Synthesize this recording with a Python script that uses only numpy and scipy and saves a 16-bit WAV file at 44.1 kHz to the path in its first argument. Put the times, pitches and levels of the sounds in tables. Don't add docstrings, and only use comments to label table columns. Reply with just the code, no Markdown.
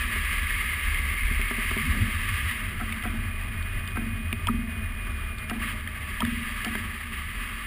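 import sys
import numpy as np
from scipy import signal
from scipy.fft import rfft, irfft, next_fast_len
from scipy.io import wavfile
from scipy.ndimage import uniform_filter1d, map_coordinates

SR = 44100
rng = np.random.default_rng(int(sys.argv[2]) if len(sys.argv) > 2 else 0)


def invert_db(x):
    u = np.asarray(x, float) / 20
    return 10 ** u


def bounce(signal):
    frames = np.transpose(np.atleast_2d(signal))
    limited = np.clip(frames, -1, 1)
    pcm = np.round(limited * 32767).astype(np.int16)
    wavfile.write(sys.argv[1], SR, pcm)


N = 337806

# (time [s], strength [dB], lean to slow eddies [dB])
TURBULENCE = [(0, -29, 0.5), (.6, -33.5, 0), (1.05, -29, -0.5), (1.3, -28.5, 6), (1.55, -32.5, 2.5),
              (2.1, -31.5, 2), (2.6, -32, -2), (3.3, -30.5, -0.5), (4.0, -31, -2), (4.9, -32, -1),
              (5.5, -33.5, -2), (6.3, -35, 0), (6.9, -35.5, -3), (7.66, -37, 3.5)]


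def unit(x):
    return x / np.sqrt(np.mean(x ** 2) + 1e-20)


def curves(rows):
    s, *cols = np.transpose(rows)
    return [np.interp(np.arange(N) / SR, s, c) for c in cols]


def wobble(knots_per_s):
    knots = rng.standard_normal(int(N * knots_per_s / SR) + 4)
    return map_coordinates(knots, [np.arange(N) * knots_per_s / SR])


def filtered(x, response):
    m = next_fast_len(len(x) + SR // 2)
    return irfft(rfft(x, m) * response(np.fft.rfftfreq(m, 1 / SR)), m)[:len(x)]


def modes(peaks):
    def response(f):
        return sum((-1) ** k * invert_db(db) * 1j * f * width / (hz * hz - f * f + 1j * f * width)
                   for k, (hz, width, db) in enumerate(peaks))
    return response


def jolted(response):
    return filtered(np.pad([1.], (0, SR // 2)), response)


def rush(peaks, steep, patchy_db=0):
    z = signal.stft(rng.standard_normal(N + 512), nperseg=512)[2]
    field = uniform_filter1d(rng.standard_normal(z.shape), size=6, axis=0)
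    field = uniform_filter1d(field, size=10, axis=1)
    noise = signal.istft(z * invert_db(patchy_db * unit(field)), nperseg=512)[1][:N]
    return unit(filtered(noise, lambda f: np.abs(modes(peaks)(f)) ** steep))


def tone(rows, db, fade_s, edge_db, jitter_hz, flutter_db):
    hz, = curves(rows)
    t = np.arange(N) / SR
    inside_s = np.minimum(t - rows[0][0], rows[-1][0] - t)
    level_db = db + 3 + edge_db * np.clip(1 - inside_s / fade_s, 0, 1) + flutter_db * wobble(25)
    phase = 2 * np.pi * np.cumsum(hz + jitter_hz * wobble(60)) / SR
    return np.clip(inside_s / 0.026, 0, 1) * invert_db(level_db) * np.sin(phase)


def drone():
    # (time [s], pitch [Hz])
    pitch = [(2.2, 610), (3.3, 671), (5.1, 664), (5.8, 616), (6.6, 612)]
    return tone(pitch, db=-62.5, fade_s=0.88, edge_db=-4, jitter_hz=19.36, flutter_db=3)


def whistle():
    # (time [s], pitch [Hz])
    pitch = [(3.05, 2405), (3.36, 2448), (3.68, 2461), (3.8, 2478), (4.17, 2464), (4.3, 2485), (4.6, 2484),
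             (4.9, 2454), (5.72, 2410)]
    return tone(pitch, db=-45.2, fade_s=.22, edge_db=-6, jitter_hz=3.7, flutter_db=1.5)


def seam():
    best_s, turn_s, loud_db, rest_db = 1.1, 1.45, -33.5, -50.5
    facing = np.exp(-((np.arange(N) / SR - best_s) / turn_s) ** 2)
    level_db = rest_db + (loud_db - rest_db) * facing + 0.4 * wobble(30)
    return invert_db(level_db) * rush([(2138, 160, 0)], steep=1.36)


def airflow():
    # (time [s], level [dB])
    flow = [(0.0, -32), (0.47, -32), (0.81, -33), (1.47, -34), (1.75, -32), (2.13, -33.5), (2.42, -31),
            (2.6, -35.5), (2.74, -39.5), (2.97, -37.5), (3.13, -40), (3.37, -40.5), (4.9, -42.5),
            (5.95, -40.5), (6.2, -37), (6.63, -35.5), (6.9, -37.5), (7.66, -38)]
    # (time [s], level [dB], half length [s])
    gusts = [(5.675, 7.5, 0.071)]
    # (time [s], level [dB], half length [s])
    shakes = [(.75, -4.5, 0.49), (2.0, 11, 0.13), (2.9, 3.5, 0.29), (6.1, 0, .1)]
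    # (level [dB], growth with flow [dB/dB])
    hiss = [
        (-46, 0.78),
        (-38.5, 1.05),
        (-45.5, 1.06),
        (-55.5, 1.16),
    ]
    # (centre [Hz], width [Hz], level [dB])
    tube = [(162, 64, -9), (221.3, 24.6, 2), (243.2, 37.4, -3.5)]
    hum = [(389, 44, -0.5), (615, 44, -0.5), (855, 570, -6.5), (1540, 207, 1)]
    low = [(964, 55, -7), (1158, 102, 5.5), (1309, 125, 1)]
    mid = [(1700, 170, -1.5), (1969, 131, 1.5), (2151, 255, -2), (2532, 99, -2.5)]
    high = [(2738, 190, 1.83), (3083, 286, 1.86), (3302, 345, -0.89)]
    top = [(3757, 276, 3), (4615, 314, 2), (5590, 1200, -4)]
    full_flow_db = -38
    tube_db, tube_grows, hum_db, hum_grows = -47, 0.2, -50.5, 0.25

    t = np.arange(N) / SR
    gust_db = .4 * wobble(18) + 1.1 * wobble(45)
    swell_db = sum(db * np.exp(-((t - s) / half_s) ** 4) for s, db, half_s in gusts)
    rough_db = sum(db * np.exp(-((t - s) / half_s) ** 2) for s, db, half_s in shakes)
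    strength_db = curves(TURBULENCE)[0]
    shaking_db = strength_db - strength_db.mean()
    drumming_db = 1.5 * wobble(8)
    tube_level_db = tube_db + tube_grows * shaking_db + rough_db + drumming_db
    hum_level_db = hum_db + hum_grows * shaking_db + 0.29 * rough_db + gust_db
    out = invert_db(tube_level_db) * rush(tube, steep=1.02)
    out += invert_db(hum_level_db) * rush(hum, steep=1.44, patchy_db=2.0)
    flow_db = curves(flow)[0] - full_flow_db
    for (db, grows), peaks in zip(hiss, (low, mid, high, top)):
        out += invert_db(db + grows * flow_db + gust_db + swell_db) * rush(peaks, steep=1.29, patchy_db=0.08)
    return out


def ring(s, db, partials, t60_s, crack):
    t = np.arange(SR // 20) / SR
    rattle = 1 + .35 * unit(uniform_filter1d(rng.standard_normal(len(t)), size=40))
    tones = sum(invert_db(level_db) * np.sin(2 * np.pi * hz * t) for hz, level_db in partials)
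    wave = rattle * tones + crack * rng.standard_normal(len(t))
    rise = 1 - np.exp(-t / .0008)
    return np.pad(invert_db(db - 60 * t / t60_s) * rise * wave, (round(s * SR), N))[:N]


def fittings():
    # (time [s], level [dB], low partial [Hz], high partial [Hz])
    ticks = [(0.9434, -23, 2240, 3200), (1.4134, -18.5, 2190, 3180), (1.776, -22, 2200, 3330),
             (2.4584, -26, 1950, 3360), (2.924, -19.5, 2240, 3570), (3.025, -27, 2120, 3230),
             (3.0744, -26, 2000, 3350), (4.3269, -19, 2374, 3520), (5.6783, -26, 1720, 3380),
             (5.874, -18, 1790, 3200), (6.2493, -23, 1700, 3600), (6.7531, -19, 1700, 3180)]
    # (time [s], level [dB], low partial [Hz], high partial [Hz])
    pricks = [(2.1214, -36, 3190, 4610), (2.6554, -37, 3140, 4540), (3.6252, -33.5, 3100, 4430),
              (3.8751, -29.5, 2980, 4730), (5.1183, -40, 3100, 5110), (5.384, -34.5, 3630, 4570),
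              (6.2497, -29, 2900, 4840)]
    out = np.zeros(N)
    for s, db, low_hz, high_hz in ticks + pricks:
        partials = [(low_hz, 0), (low_hz * 1.18, -4), (high_hz, -9)]
        out += ring(s, db + 2.5, partials, t60_s=0.017, crack=0.032)
    return out


def knocks():
    # (time [s], level [dB], brightness [dB/octave])
    blows = [(0.16, -25, 4.5), (1.236, -47, 0), (1.311, -27.5, -3.5), (1.393, -24, 0), (1.51, -20.5, 3),
             (1.583, -24, 1), (1.712, -20.5, 3), (1.766, -19, 0), (1.95, -29.5, 5), (3.686, -40, 8),
             (4.328, -23, 0), (6.752, -21.5, 1.5)]
    # (centre [Hz], width [Hz], level [dB])
    knocked = [(100, 20, 3), (235.5, 19, 7), (395.5, 22.3, -0.5), (646, 49, -13), (970, 57, -15.5),
               (1186, 45, -8.5), (1850, 400, -20)]
    out = np.zeros(N)
    for s, db, tilt_db in blows:
        case = [(hz, width, level_db + tilt_db * np.log2(hz / 400) + rng.normal(0, 1))
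                for hz, width, level_db in knocked]
        out[round(s * SR):][:SR // 2 + 1] += invert_db(db + 38) * jolted(modes(case))
    return out


def scrape(decay_s):
    t = np.arange(SR // 50) / SR
    rasp = np.exp(-t / decay_s) * rng.standard_normal(len(t))
    return rasp / np.linalg.norm(rasp)


def wire(events, bracket, snap, travel_s, skirt_db, knock_db):
    # (centre [Hz], width [Hz])
    drummed = (230, 47)

    def travel(f):
        return np.exp(-2j * np.pi * travel_s * 2200 * np.arctan(f / 2200))

    def swept(f):
        return (modes(bracket)(f) ** 2 + 0.28 * modes([(1250, 1700, 0)])(f) ** 3) * travel(f)

    def knocked(f):
        return modes(bracket[1:2])(f) ** 2 + 0.57 * modes(bracket[:1])(f) ** 2

    def tube(f):
        body = modes([(*drummed, 0)])(f) ** 3
        skirt = invert_db(skirt_db) * modes([(250, 210, 0)])(f) ** 3 * travel(f) ** 0.18
        return body + skirt + modes([(385, 60, -11)])(f) ** 2 + modes([(153, 40, -8)])(f) ** 2

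    out = np.zeros(N)
    sweep, knock = jolted(swept), jolted(knocked)
    for s, wire_hz, tick_db, sweep_db, ring_db in events:
        def trips(f):
            return 1 / (1 - 0.8 / (1 + (f / 430) ** 4) * np.exp(-2j * np.pi * f / wire_hz))

        hum = jolted(lambda f: tube(f) * travel(f) ** 1.14 * trips(f))
        rasped = signal.fftconvolve(sweep, scrape(decay_s=.004))[:len(hum)]
        ragged = .6 * sweep + .7 * rasped
        twang = invert_db(sweep_db + 16) * ragged + invert_db(knock_db + 23.0) * knock + invert_db(ring_db + 27.5) * hum
        out[round(s * SR):][:len(hum)] += twang
        out += ring(s, tick_db - 2.5, snap, t60_s=0.013, crack=0.13)
    return out


def wires():
    # (time [s], wire [Hz], tick [dB], sweep [dB], ring [dB])
    plucks = [(4.470, 21.94, -20, 3.8, 7.7), (6.204, 21.37, -18.5, 1.8, 7.1)]
    # (time [s], wire [Hz], tick [dB], sweep [dB], ring [dB])
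    twangs = [(2.797, 22.27, -48, -1.5, -6.5), (3.037, 22.48, -21, 0.5, -2.5),
              (3.957, 22.65, -28, 2.5, -0.5), (5.497, 22.38, -13, 3, -2), (6.647, 22.13, -11, 1, -2)]
    # (centre [Hz], width [Hz], level [dB])
    brackets = [
        [(665, 100, -6), (958, 70, -3), (1230, 150, 2), (1720, 160, -4.5), (2000, 140, -4)],
        [(724, 47, -1), (1316, 103, -2.5), (1560, 79, -2.5), (2120, 180, -4)],
    ]
    # (pitch [Hz], level [dB])
    snaps = [
        [(2550, 4), (3200, 9), (3600, -8), (5200, -6.5)],
        [(1950, -4), (2800, -2), (4650, -14), (5200, -14.5)],
    ]
    stiff = wire(plucks, brackets[0], snaps[0], travel_s=.021, skirt_db=-30, knock_db=2.1)
    loose = wire(twangs, brackets[1], snaps[1], travel_s=.018, skirt_db=-9, knock_db=-6.5)
    return stiff + loose


def evened(x):
    return unit(x / np.abs(signal.hilbert(x, next_fast_len(N))[:N]) ** 0.25)


def buffet():
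    # (time [s], slow [dB], fast [dB])
    eddies = [(.43, 5, 7), (.87, 7.5, -4), (1.2, -2, -8), (1.71, 1, 5), (1.9, 10, 8), (2.03, -2, 5),
              (2.33, -3, 2.5), (2.45, -1, 6.5), (2.86, 0, -3), (2.98, -3, -14), (3.11, 5, -1), (3.77, 3, 4),
              (4.14, -2, 2.5), (4.2, 3, -14), (5.06, 2, -3), (5.7, -1, -2), (6.02, -11, 8), (6.19, 4, -14),
              (6.25, -9, 8), (6.47, 7, -10), (6.66, 0, 3), (7.38, 4, 3), (7.6, 6, -13)]
    # (time [s], pitch [Hz])
    eddy_size = [(0, 70.6), (1.2, 72), (1.6, 76), (2.5, 84.2), (4.2, 89), (5, 76.9), (6.8, 79.5),
                 (7.66, 76)]
    # (time [s], level [dB], pitch [Hz], half length [s])
    thumps = [(1.80, -30, 225, .025), (1.845, -31, 150, .02), (1.875, -32, 250, .02),
              (1.902, -20, 70, .015), (1.962, -29, 240, .015), (2.025, -16, 95, .013),
              (2.03, -30, 230, .02), (2.165, -25, 80, .02), (3.155, -29, 225, .03)]
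    # (centre [Hz], width [Hz], level [dB])
    slow_peaks = [(25.8, 18.4, -4.5), (40.2, 10, 5)]
    # (centre [Hz], width [Hz], level [dB])
    fast_peaks = [
        [(72, 6.8, 9), (92.6, 11.4, -23)],
        [(83.7, 31, 6), (101, 31, -5.5)],
    ]
    slow_offset_db, fast_offset_db, wander_db, wander_per_s = -3, -4, 1.5, 9
    eddy_s = 0.025

    t = np.arange(N) / SR
    passing_db = sum(np.outer(db, np.exp(-((t - s) / eddy_s) ** 2)) for s, *db in eddies)
    strength_db, lean_db = curves(TURBULENCE)
    swing_db = wander_db * np.array([wobble(wander_per_s), wobble(wander_per_s)])
    slow_db, fast_db = strength_db + np.array([lean_db, -lean_db]) + passing_db + swing_db
    small = np.clip((curves(eddy_size)[0] - 72) / 14, 0, 1)
    fast = np.sqrt(1 - small) * rush(fast_peaks[0], steep=1.104)
    fast += np.sqrt(small) * rush(fast_peaks[1], steep=1.58)
    out = invert_db(slow_db + slow_offset_db) * evened(rush(slow_peaks, steep=1.29))
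    out += invert_db(fast_db + fast_offset_db) * evened(fast)
    for s, db, hz, half_s in thumps:
        out += invert_db(db) * np.exp(-((t - s) / half_s) ** 2) * np.cos(2 * np.pi * hz * (t - s))
    return out


def scene():
    air = drone() + whistle() + seam() + airflow()
    frame = fittings() + knocks() + wires()
    return (air + frame + buffet())[None]


def top_cut(x):
    return signal.sosfilt(signal.butter(12, 16190, fs=SR, output="sos"), x)


def record(dry):
    smooth = filtered(dry[0], lambda f: 1 / (1 + (f / 5650) ** 24))
    coarse = signal.resample(np.pad(smooth, (0, 8 * SR - N)), 8 * 12000)
    held = signal.resample(np.repeat(coarse, 4), 8 * SR)[:N]
    mix = filtered(held, lambda f: invert_db(np.interp(f, [15280, 15400, 15900], [0, -42, -55])))
    return top_cut(mix[None])


dry = scene()
out = record(dry)
bounce(out)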